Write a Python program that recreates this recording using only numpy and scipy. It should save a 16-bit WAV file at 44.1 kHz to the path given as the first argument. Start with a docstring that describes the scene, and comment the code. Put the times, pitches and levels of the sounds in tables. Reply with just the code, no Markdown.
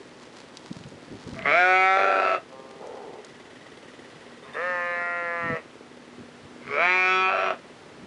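"""Dry stalks rustle and snap in an open field; then sheep bleat: three near calls and a far, low one.
Each bleat follows the source-filter principle: closures of the vocal folds ring the vocal tract.
It starts creaky, holds a clean note and, when pushed, breaks into a rasp of uneven closures.
A one-cylinder engine thuds far off, wind puffs on the microphone and a small bell is lightly tapped,
all over the even hush of open country."""
import sys
import numpy as np
from scipy import signal
from scipy.fft import rfft, irfft
from scipy.io import wavfile
from scipy.ndimage import uniform_filter1d, map_coordinates

SR = 44100
rng = np.random.default_rng(int(sys.argv[2]) if len(sys.argv) > 2 else 0)


def int16_out(signal):
    """Quantize to a 16-bit WAV file."""
    q = np.round(np.clip(np.atleast_2d(signal).T, -1, 1) * 32767)
    wavfile.write(sys.argv[1], SR, q.astype(np.int16))


N = 355446
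TIME = np.arange(N) / SR

# larynx in the first, far, soft and last bleat: (creak start [s], voice onset [s], pitch leap [s],
# rasp onset [s], release [s], note [Hz], drift [Hz/s], leap time constant [s], overshoot rate [Hz],
# final droop [Hz], creak level [dB], note level [dB], attack [s], sag [dB/s], lift in the rasp [dB],
# roughness of the leap [0-1], roughness of the note [0-1])
VOICES = [(1.345, 1.444, 1.512, 1.95, 2.3515, 182, 20, .046, 0, 2.35, -38, -17, .022, 7.5, 0, .85, .04),
          (2.44, 2.49, 2.4, 2.79, 3.21, 132.9, 0, .041, 0, 2.9, -68, -44, .04, 14, 11, 0, 0),
          (4.42, 4.535, 4.552, 5.535, 5.57, 176.8, -6, .066, 3, 12, -46.5, -28, .03, 1.3, -2, .1, .3),
          (6.6, 6.682, 6.772, 7.275, 7.517, 182.6, 11.5, .049, .5, 1.9, -43, -19, .125, 8, -.5, .4, .25)]
# moving mouth: (time [s], first formant [Hz], second formant [Hz], third formant [Hz],
# height of the first [dB], brightness [dB], treble [dB])
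FIRST_MOUTH = [(1.46, 642, 1200.0, 2040, 15, 6.5, -14), (1.53, 640, 1240, 2240, 15, 8, -8),
               (1.6, 727, 1540, 2310, 16, 5.0, -4.5), (1.68, 709, 1380, 2300, 13.5, 0.5, -2.5),
               (1.77, 730, 1384, 2240, 13, 5, -6.5), (1.93, 724, 1370, 2220, 12.5, -6.5, 4.5),
               (2.0, 732, 1390, 2400, 10.5, -11, 3.5), (2.17, 690, 1366, 2460, 11, -9, 2),
               (2.37, 650, 1266, 2700, 13.5, -8, 2.5)]
FAR_MOUTH = [(2.52, 510, 900, 1160, 20, 1.65, 0), (2.76, 435, 840, 1170, 17, 1.8, 0),
             (2.87, 480, 820, 1410, 16.4, -1.9, 0), (3.22, 388, 800, 1530, 17, -1.8, 0)]
SOFT_MOUTH = [(4.57, 456.0, 1265, 1724.0, 18, -4, 1), (4.66, 503.0, 1286, 1740, 9.2, 0, -2),
              (4.77, 540.0, 1280, 1770, 8.3, -6.5, 4), (4.92, 551.0, 1300, 1710, 13.4, 7, -8),
              (5.05, 600, 1410, 1880, 5.7, -4.5, -2), (5.2, 600, 1414, 1750, 15.7, 6, -8),
              (5.35, 560, 1276, 1810, 7.7, -10.5, 3), (5.48, 560, 1294, 1850, 10.4, -2, -1),
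              (5.57, 553, 1250, 1940, 32, 2, -3)]
LAST_MOUTH = [(6.66, 446, 1080, 2170, 7, -3, 9), (6.74, 493, 1210, 2240, 15, 4, -3),
              (6.79, 596, 1290, 2240, 26.5, 9, -8), (6.85, 714, 1720, 2270, 15.5, 9, -4),
              (6.9, 840, 1860, 2240, 11, 10, -3.5), (6.971, 842.0, 2206, 2354, 18.5, 4.5, 4),
              (7.1, 766, 2260, 2590, 8.5, 4, 2.5), (7.26, 745, 2370, 2520, 9.5, 0.5, 1.5),
              (7.31, 663, 2300, 2600, 21.5, -5, 3.5), (7.42, 650, 2420, 2660, 20.5, 1, 0.5),
              (7.53, 650, 2460, 2800, 21.5, -5.5, 5)]
# formant shapes: (first width [Hz], second width [Hz], third width [Hz],
# second height [dB], third height [dB])
FIRST_FORMANTS = (83, 235, 470, 13.4, 14.6)
FAR_FORMANTS = (195, 390, 440, 10.2, 21)
SOFT_FORMANTS = (250, 124, 440, 15.2, 16.1)
LAST_FORMANTS = (164, 61, 360, 7.7, 13.2)
# steady response of throat and path: (frequency [Hz], gain [dB])
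FIRST_THROAT = [(180.0, -32.4), (295.0, -10), (370.0, -3.8), (650.0, 1.3), (980.0, -11.1), (1400.0, -5.6),
                (2000.0, -7.8), (2600.0, -14.2), (3050.0, -18.7), (3600.0, -20.1), (4600.0, -21.4),
                (6000.0, -34.4), (7200.0, -40.3), (10000.0, -54.3)]
FAR_THROAT = [(130, -34), (300, 4.5), (500, 8), (900, 4), (1250, -7.5), (1700, -35), (3000, -42)]
SOFT_THROAT = [(170.0, -22), (350.0, -16.5), (520.0, 0), (850.0, -5), (1100.0, 1.5), (1550.0, -9),
               (1900.0, -1.5), (2650.0, -5.5), (3250.0, -23.5), (4000.0, -27), (5500.0, -32.5),
               (9000.0, -47.5)]
LAST_THROAT = [(180.0, -18), (295.0, -18), (370.0, 1.5), (650.0, -8.5), (950.0, -4), (1350.0, 5),
               (1750.0, -5), (2500.0, -6.5), (3050.0, -16.5), (3600.0, -24.5), (4600.0, -28.5),
               (5700.0, -39), (7000.0, -48), (10000.0, -62.5)]
# resonances and antiresonances of head and nose: (frequency [Hz], width [Hz], height [dB])
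FIRST_NASAL = [(3030, 57, -11.5), (3500, 220, 5.5), (4080, 110, 12.5), (4240, 170, -19.5), (4590, 120, 9),
               (4880, 300, -9), (6360, 1400, 4), (8000, 502, 3)]
SOFT_NASAL = [(4070, 220, 9.4), (5160, 230, 8.4), (6640, 397.0, 6.0)]
LAST_NASAL = [(2860, 114, -10.5), (3460, 400, 4.5), (4050, 140, 9), (4170, 160, -10.5), (5370, 190, -19),
              (5590, 360, 14.5), (7000, 1800, 7)]
# stalks that snap: (time [s], peak level [dB], pitch [Hz])
STALK_SNAPS = [(.571, -26, 4500), (.728, -34.5, 4730), (.838, -36, 3500), (.887, -43, 6000),
               (1.343, -33, 1700), (1.391, -24.5, 1970), (1.423, -27, 2600), (2.87, -42, 6000),
               (3.247, -34, 6000), (3.66, -41, 1000), (6.678, -26, 1990)]
# hooves pressing into straw: (time [s], peak level [dB], length [s])
HOOF_STEPS = [(.24, -57, 0.028), (.39, -56.5, 0.054), (.7, -57, 0.18), (1.29, -53, 0.18),
              (3.28, -58, 0.052)]
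# gusts on the microphone: (time [s], peak level [dB], length [s])
GUSTS = [(.67, -51, 0.03), (.715, -33.5, 0.01), (.77, -36, 0.0088), (.807, -41, 0.018), (.866, -41, 0.03),
         (.935, -47, 0.046), (1.135, -36.5, 0.047), (1.28, -34.5, 0.017), (1.335, -33.5, 0.009),
         (1.42, -41.5, 0.21), (5.455, -38, 0.042), (5.507, -30, 0.02), (5.535, -29.5, 0.015),
         (6.211, -43.5, 0.036), (6.448, -44, 0.017), (6.7, -48, 0.051), (8.03, -46.5, 0.066)]
# engine clatter while the microphone faces a house wall: (time [s], peak level [dB], length [s])
WALL_CLATTER = [(3.8, -59.5, 1.2)]
# engine hum as the microphone turns: (time [s], level [dB])
HUM_LEVEL = [(0, -59), (2.2, -61), (3.3, -59.5), (5, -57.5), (6.6, -53.5), (8, -59)]
# taps on the bell: (time [s], level [dB])
BELL_TAPS = [(4.435, -56), (4.535, -50), (4.615, -57)]
# modes of the bell: (frequency [Hz], relative level [dB], time to fall 60 dB [s])
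BELL_MODES = [(3600, 4.5, .17), (8800, -10.5, 0.23)]
# spectra of the noise sources: (frequency [Hz], relative level [dB])
STRAW_SPECTRUM = [(300, -23.5), (900, 5.5), (2000, -6.5), (4500, -2), (7000, -10), (11000, -23)]
WIND_SPECTRUM = [(25, -31), (60, -12), (130, 0), (230, -.5), (380, -8.5), (600, -21), (1500, -42),
                 (6000, -75)]
EXHAUST_SPECTRUM = [(70, -46.5), (150, 1), (260, 1.5), (400, 7.5), (550, 3.5), (700, -6), (1500, -36.5)]
CLATTER_SPECTRUM = [(500, -27.5), (1600, -14.5), (1950, 6), (2300, -12.5), (3000, -5), (3500, -6),
                    (4000, -16), (10000, -28.5)]
FIELD_SPECTRUM = [(30, -31.5), (60, -21), (140, -9.5), (200, -13.5), (260, -6), (500, -10.5), (720, -12.5),
                  (1200, -14.5), (1930, -16), (2400, -19), (3300, -21.5), (5000, -27), (9600, -36),
                  (11000, -43)]

LOW_SHARE, LOW_CLIMB_HZ_PER_S, LOW_DB = .8, 100, -3  # low register, relative to the held note
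CREAK_ROUGH, CLEAR_S, HOARSE_S = 1, .02, .45  # the creak clears fast, hoarseness fades slowly
CRACK_DELAY_S, CRACK_S = .0063, .012  # the voice cracks in the leap
RASP_ROUGH, RASP_BUILD_S, RASP_STEP_HZ, RASP_FALL_HZ_PER_S = 1.15, .022, 4.5, 14
DROOP_S, RELEASE_HZ_PER_S, RELEASE_DB_PER_S, RELEASE_S = .09, 400, 445, .12  # the air runs out
RUSH, RUSH_S = 1.3, .025  # extra air through the open folds before they meet
RIPPLE_DB, WAVER_DB, RIPPLE_HZ, RIPPLE_S = 2, 1.5, 240, .11  # treble and full-band depth, spacing, life
LINGER_HZ, LINGER_WIDTH_HZ = 1900, 900  # band that is delayed slightly, softening each pulse


def flock():
    """Four bleats add by superposition, each with its own larynx and vocal tract."""
    first_voice, far_voice, soft_voice, last_voice = VOICES
    first = bleat(first_voice, (FIRST_MOUTH, FIRST_FORMANTS, FIRST_THROAT, FIRST_NASAL),
                  climb=.05, climb_s=.2, flutter_hz=38.5, burst_db=2.3, limp_db=2.5,
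                  jitter_s=.000045, slap=.42, air=.2, leak=0)
    far = bleat(far_voice, (FAR_MOUTH, FAR_FORMANTS, FAR_THROAT, []),
                climb=0, climb_s=1, flutter_hz=28, burst_db=3, limp_db=2,
                jitter_s=.0005, slap=.6, air=.8, leak=0)
    soft = bleat(soft_voice, (SOFT_MOUTH, SOFT_FORMANTS, SOFT_THROAT, SOFT_NASAL),
                 climb=-.028, climb_s=.39, flutter_hz=34.1, burst_db=3, limp_db=-1.5,
                 jitter_s=.00007, slap=.4, air=.6, leak=.6)
    last = bleat(last_voice, (LAST_MOUTH, LAST_FORMANTS, LAST_THROAT, LAST_NASAL),
                 climb=.13, climb_s=.11, flutter_hz=42, burst_db=2.7, limp_db=3,
                 jitter_s=.00006, slap=.5, air=.25, leak=0)
    return first + far + soft + last


def bleat(voice, anatomy, climb, climb_s, flutter_hz, burst_db, limp_db, jitter_s, slap, air, leak,
          size=1024):
    """Source and filter: each fold closure rings the tract; roughness scales jitter and shimmer."""
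    t, pitch, gain, roughness = larynx(voice)
    at = cycle_ends(pitch * (1 + .0008 * walk(30)[:len(t)]))
    count = len(at)
    rough = np.interp(at, np.arange(len(t)), np.maximum(roughness, 0)) ** 1.4
    rate_noise, rasp_shimmer, shimmer, jitter = rng.standard_normal((256, 4))[:count].T
    # a slower flutter of the tissue strengthens about every fifth closure
    flutter_phase = np.cumsum(flutter_hz * np.gradient(at) / SR * (1 + .24 * rate_noise)) % 1
    flutter_db = burst_db * (np.exp(-flutter_phase / .25) - .25)
    # period doubling: strong and weak closures alternate, adding lines between the overtones
    alternate_db = limp_db * (-1) ** np.arange(count)
    strength = undb(rough * (1.9 * rasp_shimmer + flutter_db + alternate_db) + .3 * shimmer)[:, None]
    at = np.maximum(at + rough * jitter_s * SR * jitter, 0)
    times = t[0] + at / SR
    hz = np.fft.rfftfreq(size, 1 / SR)
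    delay = lambda samples: np.exp(-2j * np.pi * hz * samples[:, None] / SR)
    # strained folds slap together once more within the cycle
    slap_lag = rng.uniform(.15, .85, 256)[:count] * SR / np.mean(pitch)
    closures = delay(at % 1) * (strength + slap * rough[:, None] * delay(slap_lag))
    # turbulent air follows each closure
    puff = rng.standard_normal((256, size))[:count] * np.exp(-np.arange(size) / SR / .004)
    puff /= np.linalg.norm(puff, axis=1, keepdims=True)
    rush = RUSH * np.exp(-np.maximum(times - voice[1], 0) / RUSH_S)
    turbulence = ((air + rush) * rough)[:, None] + .045 * (1 + (hz / 2600) ** 2)
    response = vocal_tract(*anatomy, climb, climb_s, times, leak * np.minimum(rough, 1), hz)
    rings = irfft((closures + turbulence * rfft(puff)) * response)
    call = np.zeros(len(t) + 2 * size)
    for start, ring in zip(at.astype(int), rings):
        call[start:start + size] += ring
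    call = call[:len(t)]
    power = uniform_filter1d(uniform_filter1d(call ** 2, size=1300), size=900)
    call = call / np.sqrt(power + 1e-12) * gain  # the larynx alone sets the level
    return np.pad(call, (int(t[0] * SR), N))[:N]


def larynx(voice):
    """Fold tension sets the pitch: a creak opens into a low voice, leaps to a note, rasps and dies."""
    start, opens, leap, rasp, release, note_hz, drift, leap_s, swing_hz, droop_hz = voice[:10]
    creak_db, note_db, attack_s, sag, lift_db, crack, hoarse = voice[10:]
    t = np.arange(start, release + RELEASE_S, 1 / SR)
    since = lambda s: np.maximum(t - s, 0)
    # the folds tighten like a damped spring: 1 in the low register, 0 on the note
    low = np.exp(-since(leap) / leap_s) * np.cos(2 * np.pi * swing_hz * since(leap))
    strain = 1 - np.exp(-since(rasp) / RASP_BUILD_S)
    pitch = note_hz * (1 - (1 - LOW_SHARE) * low) - LOW_CLIMB_HZ_PER_S * np.maximum(leap - t, 0)
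    pitch += drift * (since(leap) - since(rasp))
    pitch += RASP_STEP_HZ * strain - RASP_FALL_HZ_PER_S * since(rasp)
    pitch -= droop_hz * np.exp(np.minimum(t - release, 0) / DROOP_S) + RELEASE_HZ_PER_S * since(release)
    pitch *= 1 + .0015 * walk(12)[:len(t)]  # slight wobble
    held_db = note_db + LOW_DB * low - sag * since(leap) + lift_db * strain
    held_db -= RELEASE_DB_PER_S * since(release)
    attack = np.minimum(since(opens) / attack_s, 1)
    creak = np.sin(np.pi * np.minimum(since(start) / (opens + attack_s - start), 1))
    gain = undb(held_db) * attack ** 1.03 + undb(creak_db) * creak
    hoarse = hoarse * np.exp(-since(opens) / HOARSE_S)
    creak_left = np.exp(-since(opens) / (CLEAR_S + attack_s / 3))
    roughness = hoarse + (CREAK_ROUGH - hoarse) * creak_left + (RASP_ROUGH - hoarse) * strain
    roughness += crack * np.exp(-((t - leap - CRACK_DELAY_S) / CRACK_S) ** 2)
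    return t, pitch, gain, roughness


def vocal_tract(mouth, formants, throat, nasal, climb, climb_s, times, leak, hz):
    """Cavity resonance: three formants move, and the upper resonances glide as the mouth opens."""
    *centres, first_db, bright_db, treble_db = (c[:, None] for c in curves(mouth, times))
    widths, heights = formants[:3], (first_db, *formants[3:])
    sway = 1 + .008 * np.interp(times, TIME, walk(7))[:, None]  # the jaw is never quite still
    stretch = sway * (1 - climb * np.exp(-np.maximum(times - mouth[0][0], 0) / climb_s))[:, None]
    db = spectrum_db(throat, hz) + bright_db * hz ** 4 / (hz ** 4 + 1900. ** 4)
    # small side cavities leave fine peaks and dips that glide too, and come and go
    place = np.broadcast_arrays((times - times[0])[:, None] / RIPPLE_S, hz / stretch / RIPPLE_HZ)
    ripple = map_coordinates(rng.standard_normal((16, 128)), place, mode="mirror")
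    treble_shelf = hz ** 8 / (hz ** 8 + 3200. ** 8)
    db = db + (treble_db + RIPPLE_DB * ripple) * treble_shelf + WAVER_DB * ripple
    lower = [(centre * sway, width, height) for centre, width, height in zip(centres, widths, heights)]
    upper = [(centre * stretch, width, height) for centre, width, height in nasal]
    seal = 1 - leak[:, None]  # rough folds never quite close, which damps the resonances
    for centre, width, height in lower + upper:
        db = db + seal * height / (1 + (2 * (hz - centre) / width) ** 2)
    pole = LINGER_HZ ** 2 - hz ** 2 + 1j * hz * LINGER_WIDTH_HZ
    smear_allpass = np.conj(pole) / pole
    radiation = (1j * hz / (1j * hz + 70)) ** 2  # a small mouth radiates little bass
    return minimum_phase(db) * smear_allpass * radiation


def outdoors(x, scatter_db, decay_s, size=12000):
    """Scattering from ground, animals and a wall adds a faint, short tail."""
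    t = np.arange(size) / SR
    tail = rng.standard_normal(size) * np.exp(-t / decay_s) * (1 - np.exp(-t / .007))
    return x + undb(scatter_db) * signal.fftconvolve(x, tail / np.linalg.norm(tail))[:N]


def straw(rustle_db, settle_db_per_s, grains_per_s, spread_db, snap_s, size=1500):
    """Brittle fracture: stalks crackle under hooves, less as the flock settles; a few snap."""
    grains = (rng.random(N) < grains_per_s / SR) * rng.standard_normal(N)
    grains *= undb(spread_db * np.minimum(rng.exponential(size=N), 5))
    envelope = undb(rustle_db - settle_db_per_s * TIME) + swells(HOOF_STEPS)
    out = coloured(grains, STRAW_SPECTRUM) * envelope
    for s, db, hz in STALK_SNAPS:
        burst = rng.standard_normal(size) * np.exp(-np.arange(size) / SR / snap_s)
        band = signal.butter(2, [hz * .65, hz * 1.31], "band", fs=SR)
        snap = signal.lfilter(*band, burst) + .024 * burst
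        out[int(s * SR):int(s * SR) + size] += undb(db) * snap / np.abs(snap).max()
    return out


def wind(breeze_db, eddies_per_s, eddy_db):
    """Turbulent pressure: a faint breeze and gusts buffet the microphone, broken up by eddies."""
    flow = undb(breeze_db + 2 * eddy_db * walk(5)) + swells(GUSTS)
    eddies = undb(eddy_db * walk(eddies_per_s))
    return flow * eddies * coloured(rng.standard_normal(N), WIND_SPECTRUM)


def engine(firing_hz, thud_db, thud_s, rebound, clatter_db, hum_hz):
    """Periodic combustion: a thud and clatter per firing, a weaker thud between, and a wavering hum."""
    phase = np.cumsum(firing_hz * (1 + .012 * walk(3))) / SR
    firing, between = (np.exp(-((phase + shift) % 1) / firing_hz / thud_s) for shift in (0, .5))
    thuds = coloured((firing + rebound * between) * rng.standard_normal(N), EXHAUST_SPECTRUM)
    clatter = coloured(firing ** .73 * rng.standard_normal(N), CLATTER_SPECTRUM)
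    clatter *= undb(clatter_db) + swells(WALL_CLATTER)
    hum_phase = 2 * np.pi * np.cumsum(hum_hz * (1 + .0076 * walk(6.5))) / SR
    hum = unit(np.sin(hum_phase) * undb(walk(3.9)))
    return undb(thud_db) * thuds + clatter + undb(curves(HUM_LEVEL, TIME)[0]) * hum


def bell(size=12000):
    """Modal vibration: light taps ring two damped modes of a small bell on a moving animal."""
    t, out = np.arange(size) / SR, np.zeros(N)
    ring = sum(undb(db - 60 * t / t60) * np.sin(2 * np.pi * hz * t) for hz, db, t60 in BELL_MODES)
    for s, db in BELL_TAPS:
        out[int(s * SR):int(s * SR) + size] += undb(db) * ring
    return out


def field(level_db):
    """Nearly stationary broadband noise: the even hush of open country."""
    return undb(level_db + .5 * walk(3.3)) * coloured(rng.standard_normal(N), FIELD_SPECTRUM)


def undb(db):
    """Decibels to amplitude ratio."""
    return 10 ** (np.asarray(db) / 20)


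def unit(x):
    """Normalisation to rms 1."""
    return x / np.sqrt(np.mean(x ** 2))


def curves(table, t):
    """Linear interpolation of a table's columns at the times t."""
    s, *columns = np.transpose(table)
    return [np.interp(t, s, c) for c in columns]


def swells(table):
    """A sum of Gaussian envelopes, one per event."""
    return sum(undb(db) * np.exp(-2 * ((TIME - s) / length) ** 2) for s, db, length in table)


def walk(rate):
    """Slow random modulation of rms 1, with `rate` new values a second."""
    k = int(SR / rate)
    return unit(uniform_filter1d(np.repeat(rng.standard_normal(N // k + 1), k), k)[:N])


def cycle_ends(hz):
    """Phase is the integral of frequency: fractional sample positions at which cycles end."""
    phase = np.cumsum(hz) / SR
    return np.interp(np.arange(1, int(phase[-1])), phase, np.arange(len(hz)))


def spectrum_db(points, hz):
    """Interpolation of a spectrum on a log-frequency axis."""
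    f, db = np.transpose(points)
    return np.interp(np.log(np.maximum(hz, 1)), np.log(f), db)


def minimum_phase(db):
    """Causality: folding the cepstrum gives the minimum-phase response with these gains."""
    cepstrum = irfft(np.log(undb(db)))
    half = cepstrum.shape[-1] // 2
    cepstrum[..., 1:half] *= 2
    cepstrum[..., half + 1:] = 0
    return np.exp(rfft(cepstrum))


def coloured(x, points, size=4096):
    """Convolution shapes x by a spectrum; the result has rms 1."""
    response = irfft(minimum_phase(spectrum_db(points, np.fft.rfftfreq(size, 1 / SR))))
    return unit(signal.fftconvolve(x, response)[:N])


def scene():
    """Superposition of the flock and the sounds of the field, in one channel."""
    sheep = outdoors(flock(), scatter_db=-10, decay_s=.018)
    motor = engine(firing_hz=18.55, thud_db=-52, thud_s=.015, rebound=.36, clatter_db=-66.5, hum_hz=242)
    stalks = straw(rustle_db=-59, settle_db_per_s=1, grains_per_s=1500, spread_db=3.1, snap_s=.003)
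    air = wind(breeze_db=-65, eddies_per_s=45, eddy_db=.5)
    return (sheep + stalks + air + motor + bell() + field(level_db=-49.5))[None]


def record(dry):
    """Band limiting: a steep elliptic low-pass cuts the treble above 11 kHz."""
    return signal.sosfilt(signal.ellip(10, .2, 70, 11000, fs=SR, output="sos"), dry)


dry = scene()
out = record(dry)
int16_out(out)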